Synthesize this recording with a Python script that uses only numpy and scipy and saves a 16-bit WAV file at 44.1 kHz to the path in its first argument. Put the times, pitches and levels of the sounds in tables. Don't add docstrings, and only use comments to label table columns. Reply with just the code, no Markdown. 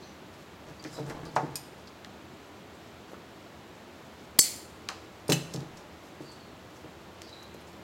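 import sys
import numpy as np
from scipy import signal
from scipy.fft import rfft, irfft, next_fast_len
from scipy.io import wavfile
from scipy.ndimage import uniform_filter1d, map_coordinates

SR = 44100
rng = np.random.default_rng(int(sys.argv[2]) if len(sys.argv) > 2 else 0)


def wav_record(signal):
    frames = np.transpose(np.atleast_2d(signal))
    bounded = np.clip(frames, -1, 1)
    quanta = np.round(bounded * 32767).astype(np.int16)
    wavfile.write(sys.argv[1], SR, quanta)


N = 345553
TIME = np.arange(N) / SR
AGE = TIME[:int(0.6 * SR)]

# f/Hz, level/dB, t60/s
JAW_MODES = [(4231, -5, .13), (4436, -5, .17), (4546, -5, .19), (4635, -4.5, .13), (5297, -4, .13),
             (6110, -3, .12), (6172, -3, .1), (6241, -2, .14), (7040, -6, .14), (7076, -5, .16),
             (7250, -3, .15), (7340, -3, .11), (7490, -1.5, .12), (7535, -2, .1), (7628, -3, .14),
             (7814, -1.5, .14), (8210, -2.5, .11), (8260, -5, .13), (9130, -3, .1), (9190, -1, .1),
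             (12210, -8, .11)]
# t/s, level/dB, t60/s
CRACKS = [(4.3881, -10, 0.006), (4.3903, 0, 0.011), (4.3916, -3, 0.0065)]
SNAP_S = CRACKS[1][0]
# f/Hz, level/dB
CRACK_EQ = [(40, -4.5), (130, 3.5), (600, 0.5), (1400, -6), (2100, -3.5), (2600, -12.5), (3050, 0.5),
            (3800, -5.5), (4900, 9.5), (5700, -4.5), (7500, 2), (9000, 1.5), (10200, 0), (15500, 3.5),
            (17000, -8.5)]
# f/Hz, level/dB
SNAP_SEND_EQ = [(300, -39), (1500, -22.5), (2100, -3), (2600, -13), (3400, -5), (3750, -10), (4400, 4),
                (5600, -4.5), (6600, -2.5), (7400, 2.5), (8100, -7), (9200, 3.5), (10000, -6.5),
                (12200, -5.5), (15500, -9)]
# f/Hz, level/dB, t60/s
HANDLE_MODES = [(2498, -10, .07), (4468, -8, .04), (4880, -2, .035), (5035, 0, .045), (5380, -6, .035),
                (6966, -5, .05), (8400, -9, .04), (8860, 1, .04), (8990, 2, .04), (11600, -3.5, .035),
                (11700, -11, .07)]
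# t/s, level/dB
CLINKS = [(1.5562, -32), (1.568, -54), (5.281, -42.5)]
# f/Hz, level/dB, t60/s
TOOL_MODES = [(1370, -7, .16), (1830, 5, .06), (2632, 0, .17), (2700, 2, .07), (2775, 4, .06),
              (2945, 1, .06), (3198, -5, .05), (3520, 3, .02), (3994, -4, .05), (4070, -1, .045),
              (4130, -4, .035), (4750, 0, .025), (5367, -4, .09), (5496, -5, .09), (6207, 2, .08),
              (6993, -5, .11), (7327, -2, .13), (7488, -3, .13), (8484, -6, .1), (8834, -5, .09)]
# t/s, level/dB, relative ring level/dB, favoured f/Hz
CLATTERS = [(5.2946, -35, -20, 5300), (5.2984, -27.5, -6, 5000), (5.3209, -21, -5, 3700),
            (5.328, -37, 4, 2670), (5.329, -37, 2, 6800), (5.537, -46, -3, 6000)]
# f/Hz, level/dB
CLATTER_EQ = [(300, -49), (1000, 0.5), (2000, -3), (4500, 0), (7500, 1), (10000, -4.5), (15500, -10.5)]
# f/Hz, level/dB, t60/s
TABLE_MODES = [(140, 3.5, .25), (166, 3.5, .26), (316, 2, .17), (365, -2, .08), (410, 0, .08), (458, 1, .2),
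               (533, -3, .16), (685, -3, .14), (747, -.5, .16), (880, -1.5, .12), (945, -5, .1),
               (1040, -6, .1), (1200, -5, .09), (1700, -3, .09)]
# t/s, level/dB, favoured f/Hz, step per rebound/dB
KNOCKS = [(0.8485, -43, 1800, -13), (0.8515, -38.5, 334, -11), (.98, -41, 606, -7), (.987, -37, 483, -4),
          (.998, -34, 248, -18), (1.033, -50, 150, -12), (1.104, -39.5, 305, -8), (1.336, -42, 200, -14),
          (1.364, -21.5, 833, -13), (1.365, -42, 140, -18), (1.379, -30.5, 790, -25),
          (1.43, -32.5, 258, -6.5), (1.462, -42, 150, -20), (4.8894, -35, 1220, -11.5),
          (5.2925, -24, 364, -9), (5.293, -30, 149, -25), (5.3045, -25.5, 345, -19),
          (5.3215, -36.5, 720, -7), (5.329, -29, 140, -23), (5.545, -32, 262, -14),
          (5.5745, -37.5, 150, -9), (5.612, -41, 220, -21), (6.205, -41, 322, -8.5),
          (6.844, -45, 299, -19.5), (7.546, -44, 312, -24)]
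# t/s, level/dB, centre f/Hz, t60/s
TAPS = [(.8405, -39.5, 4730, 0.024), (0.848, -42, 1750, 0.03), (0.941, -49, 6500, 0.02),
        (1.0987, -41.5, 1650, 0.089), (1.098, -45, 6000, 0.027), (1.357, -45, 7000, .025),
        (1.3622, -35.5, 4960, 0.034), (1.367, -31, 1490, 0.041), (4.8876, -23.5, 2850, 0.0079),
        (4.8886, -24, 4820, 0.0071), (5.5391, -30.5, 5600, 0.011), (5.561, -35.5, 4400, 0.013),
        (5.605, -45, 4200, .02), (5.7706, -49, 5340, 0.074)]
# f/Hz, level/dB
TAP_EQ = [(7400, -6), (8600, -8.5), (15500, -9)]
# t/s, length/s, level/dB
SLIDES = [(.66, 0.058, -49), (.92, 0.068, -49.5), (1.05, 0.15, -43.5), (1.21, 0.083, -45),
          (1.5, 0.066, -51.5), (5.39, 0.42, -53)]
# t/s, level/dB, centre f/Hz, width/Hz, t60/s
TICKS = [(0.794, -44, 4660, 200, 0.04), (.827, -46, 6000, 3500, .01), (1.064, -49, 6000, 3000, .014),
         (1.254, -45, 5500, 3500, .014), (1.873, -48, 4500, 1600, 0.068), (2.047, -34, 3620, 2620, 0.0064),
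         (2.047, -41, 1850, 500, .02), (7.2185, -36, 2700, 2490, .008), (7.2187, -35.5, 5870, 3200, 0.0069),
         (7.294, -47, 5000, 3500, .012), (7.427, -52.5, 5960, 2520, .04), (7.433, -57, 11500, 1600, .035),
         (7.541, -55, 7000, 2500, .035), (7.5415, -57, 11600, 1300, 0.036), (7.612, -59, 9500, 5000, .04)]
# t/s, level/dB, centre f/Hz
BUMPS = [(3.133, -35.5, 360), (3.1422, -40, 1210)]
# t/s, level/dB, f/Hz, width/Hz, length/s,
# glide/(share of f per s)
RUBS = [(0, -64, 4200, 900, 0.16, -0.028), (0, -66, 6000, 500, 0.12, -0.014),
        (.855, -59, 5000, 1800, .07, 0), (0.924, -55, 5000, 700, 0.07, 0),
        (0.932, -54, 3970, 350, 0.061, 0), (0.924, -59, 7400, 800, 0.055, 0),
        (0.928, -65, 12100, 800, 0.049, 0.055), (1.25, -58, 4550, 900, .04, 0),
        (6.219, -58.5, 4560, 380, 0.21, -.15), (7.204, -58, 4680, 1200, 0.14, 0),
        (7.265, -57, 3890, 300, 0.26, 0.17)]
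# f/Hz, level/dB
NEEDLES = [(3300, -4), (4300, -3.5), (5300, 0), (6400, -3), (7500, -2), (9500, -8), (12000, -8.5)]
# t/s, length/s, level/dB
BRUSHES = [(.3, 0.88, -84), (.83, 0.16, -65), (1.05, 0.053, -57), (1.23, 0.035, -61.5), (3.95, 0.54, -81),
           (5.5, 0.085, -61), (6.2, 0.15, -76), (7.2, 0.58, -80.5)]
# delay/s, level/dB
ECHOES = [(.0063, -14.5), (0.0136, -15), (0.02, -27.5)]
# f/Hz, level/dB
HUM_EQ = [(15, -61), (25, -23.5), (50, -19), (75, 0), (141, -4.5), (189, -0.5), (266, -4), (321, -0.5),
          (484, -6), (605, -5.5), (1500, -12.5), (1950, -65.5), (3300, -120)]
# f/Hz, level/dB
HISS_EQ = [(1100, -49), (1600, 1.5), (2500, -1.5), (4000, -5), (5500, -12), (7500, -13.5), (8700, -21),
           (11000, -20), (15500, -21)]


def snip(ring_db=-21, echo_db=5.5, lag_s=0.008):
    steel, impulse = np.zeros(N), np.zeros(N)
    add(steel, SNAP_S, undb(ring_db) * ring(JAW_MODES, mode_ratio=-1.009))
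    add(impulse, SNAP_S + lag_s, np.ones(1))
    snap_send = shaped(impulse, eq(SNAP_SEND_EQ))
    bloom = tail(snap_send, wet_db=-52, build_s=0.018) + tail(steel, wet_db=-18, build_s=0.01308)
    return crack() + steel + undb(echo_db) * echoes(steel) + bloom


def crack(thud_db=-26, thud_t60=0.0072):
    out = np.zeros(N)
    for s, db, t60 in CRACKS:
        add(out, s, undb(db) * burst(eq(CRACK_EQ), t60))
    add(out, SNAP_S, undb(thud_db) * fade(thud_t60))
    return out


def cutters():
    out = np.zeros(N)
    for s, db in CLINKS:
        handles = rattle(HANDLE_MODES)
        contact = undb(-5) * burst(band(hz=5700, width=7300), t60=0.088)
        add(out, s, undb(db) * (handles + contact))
    for s, db, ring_db, hz in CLATTERS:
        impact = burst(eq(CLATTER_EQ), t60=0.047)
        steel = undb(ring_db) * rattle(TOOL_MODES, band(hz, width=0.8 * hz))
        add(out, s, undb(db) * (impact + steel))
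    return out


def rattle(modes, gain=np.ones_like, shakes_per_s=210):
    out = np.zeros(len(AGE))
    for hz, db, t60 in modes:
        phase = 2 * np.pi * hz * AGE + drift(shakes_per_s, AGE)
        out += gain(hz) * undb(db) * np.sin(phase) * fade(t60)
    return out


def table_knocks(rebound_s=0.027, pitch_ratio=0.71, board_hz=(112, 2600)):
    out = np.zeros(N)
    for s, db, hz, step_db in KNOCKS:
        for k in range(3):
            add(out, s + k * rebound_s, undb(db + k * step_db) * knock(hz * pitch_ratio ** k))
    return signal.sosfilt(signal.butter(4, board_hz, "band", fs=SR, output="sos"), out)


def knock(hz, hard_hz=300):
    contact = band(hz, width=190 + 0.46 * hz)
    hardness = min(hz / hard_hz, 1)
    body = undb(-3.5) * ring(TABLE_MODES, contact)
    return body + hardness * burst(contact, t60=0.096)


def taps(width_share=0.8):
    out = np.zeros(N)
    for s, db, hz, t60 in TAPS:
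        contact = band(hz, width_share * hz)
        click = burst(lambda f: contact(f) * eq(TAP_EQ)(f), t60)
        add(out, s, undb(db) * click)
    return out + room(out, wet_db=-7.5)


def drag(rumble_db=-3, grit_db=-4):
    slips = grains(per_s=1100, spread_db=1.5)
    rumble = unit(signal.oaconvolve(slips, ring(TABLE_MODES))[:N])
    grit = shaped(slips, band(hz=590, width=1100))
    pushes = strokes(SLIDES, attack_s=0.023, release_s=0.041)
    return (undb(rumble_db) * rumble + undb(grit_db) * grit) * pushes


def ticks_and_bumps(send_db=-2.5):
    out = np.zeros(N)
    for s, db, hz, width, t60 in TICKS:
        add(out, s, undb(db) * burst(band(hz, width), t60))
    for s, db, hz in BUMPS:
        add(out, s, undb(db) * burst(band(hz, width=530), t60=0.023))
    return out + undb(send_db) * room(out, wet_db=-9)


def rasps(rise_share=0.31, judder_db=2.5):
    out = np.zeros(N)
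    for s, db, hz, width, length, glide in RUBS:
        slips = grains(per_s=3400, spread_db=2)[:len(AGE)]
        read_at = SR * AGE * (1 + glide * AGE / 2)
        rasp = map_coordinates(shaped(slips, band(hz, width)), [read_at], mode="mirror")
        progress = AGE / (rise_share * length)
        swell = progress * np.exp(1 - progress)
        judder = judder_db * drift(per_s=60, time=AGE)
        add(out, s, undb(db + judder) * swell * rasp)
    return out


def foliage(stir_db=-73, patchy_db=4.5, width_share=0.25):
    needles = np.zeros(N)
    for hz, db in NEEDLES:
        flicks = grains(per_s=520, spread_db=3)
        needles += undb(db) * shaped(flicks, band(hz, width_share * hz))
    motion = undb(stir_db) + strokes(BRUSHES, attack_s=0.02, release_s=0.023)
    return unit(needles) * motion * undb(patchy_db * drift(per_s=41))


def room(x, wet_db):
    return echoes(x) + tail(x, wet_db, build_s=0.0015)


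def echoes(x):
    out = np.zeros(N)
    for s, db in ECHOES:
        add(out, s, undb(db) * x)
    return out


def tail(x, wet_db, build_s):
    lows = undb(-4.5) * burst(band(hz=380, width=2300), t60=0.42)
    mids = burst(band(hz=3980, width=16000), t60=0.51)
    highs = undb(5.5) * burst(band(hz=12070, width=28000), t60=0.21)
    response = (lows + mids + highs) * (1 - np.exp(-AGE / build_s)) ** 2
    return undb(wet_db) * signal.oaconvolve(x, response / np.linalg.norm(response))[:N]


def room_tone(hum_db=-49.5, hiss_db=-57):
    hum = shaped(rng.standard_normal(N), eq(HUM_EQ))
    hiss = shaped(rng.standard_normal(N), eq(HISS_EQ))
    return undb(hum_db) * hum + undb(hiss_db) * hiss


def ring(modes, gain=np.ones_like, mode_ratio=1):
    return sum(mode_ratio ** k * gain(hz) * undb(db) * np.sin(2 * np.pi * hz * AGE) * fade(t60)
               for k, (hz, db, t60) in enumerate(modes))


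def burst(gain, t60):
    size = len(AGE)
    envelope = fade(t60)
    spectrum = rfft(rng.standard_normal(size) * envelope)
    ripple = np.sqrt(uniform_filter1d(np.abs(spectrum) ** 2, size=120))
    cepstrum = irfft(np.log(gain(bin_hz(size)) / ripple), size)
    response = np.exp(rfft(cepstrum[:size // 2] * 2, size) - cepstrum[0])
    return unit(irfft(spectrum * response, size)) * np.sqrt(np.mean(envelope ** 2))


def grains(per_s, spread_db):
    fires = rng.random(N) < per_s / SR
    return fires * rng.standard_normal(N) * undb(spread_db * rng.standard_normal(N))


def strokes(rows, attack_s, release_s):
    out = np.zeros(N)
    for s, length, db in rows:
        attack = (TIME - s) / attack_s
        release = 1 - (TIME - s - length) / release_s
        out += undb(db) * np.clip(np.minimum(attack, release), 0, 1)
    return out


def drift(per_s, time=TIME):
    return np.interp(time * per_s, np.arange(1024), rng.standard_normal(1024))


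def fade(t60):
    return np.exp(-np.log(1000) * AGE / t60)


def shaped(x, gain):
    size = next_fast_len(len(x))
    return unit(irfft(rfft(x, size) * gain(bin_hz(size)), size)[:len(x)])


def eq(points):
    hz, db = np.transpose(points)
    return lambda f: undb(np.interp(np.log(f), np.log(hz), db))


def band(hz, width):
    return lambda f: 1 / (1 + ((f / hz - hz / f) * hz / width) ** 2)


def bin_hz(size):
    return np.maximum(np.arange(size // 2 + 1) * SR / size, 1)


def add(track, s, sound):
    start = int(s * SR)
    track[start:start + len(sound)] += sound[:N - start]


def undb(db):
    return 10 ** (np.asarray(db) / 20)


def unit(x):
    return x / np.sqrt(np.mean(x ** 2))


def scene():
    bench = cutters() + table_knocks() + drag()
    tree = foliage() + rasps()
    accents = snip() + taps() + ticks_and_bumps()
    returns = room(bench, wet_db=-8.5) + room(tree, wet_db=-3.5)
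    return (accents + bench + tree + returns + room_tone())[None]


def record(dry, ceiling=0.75, top_hz=15950):
    rounded = ceiling * np.tanh(dry / ceiling)
    return signal.sosfilt(signal.ellip(10, .2, 70, top_hz, fs=SR, output="sos"), rounded)


dry = scene()
out = record(dry)
wav_record(out)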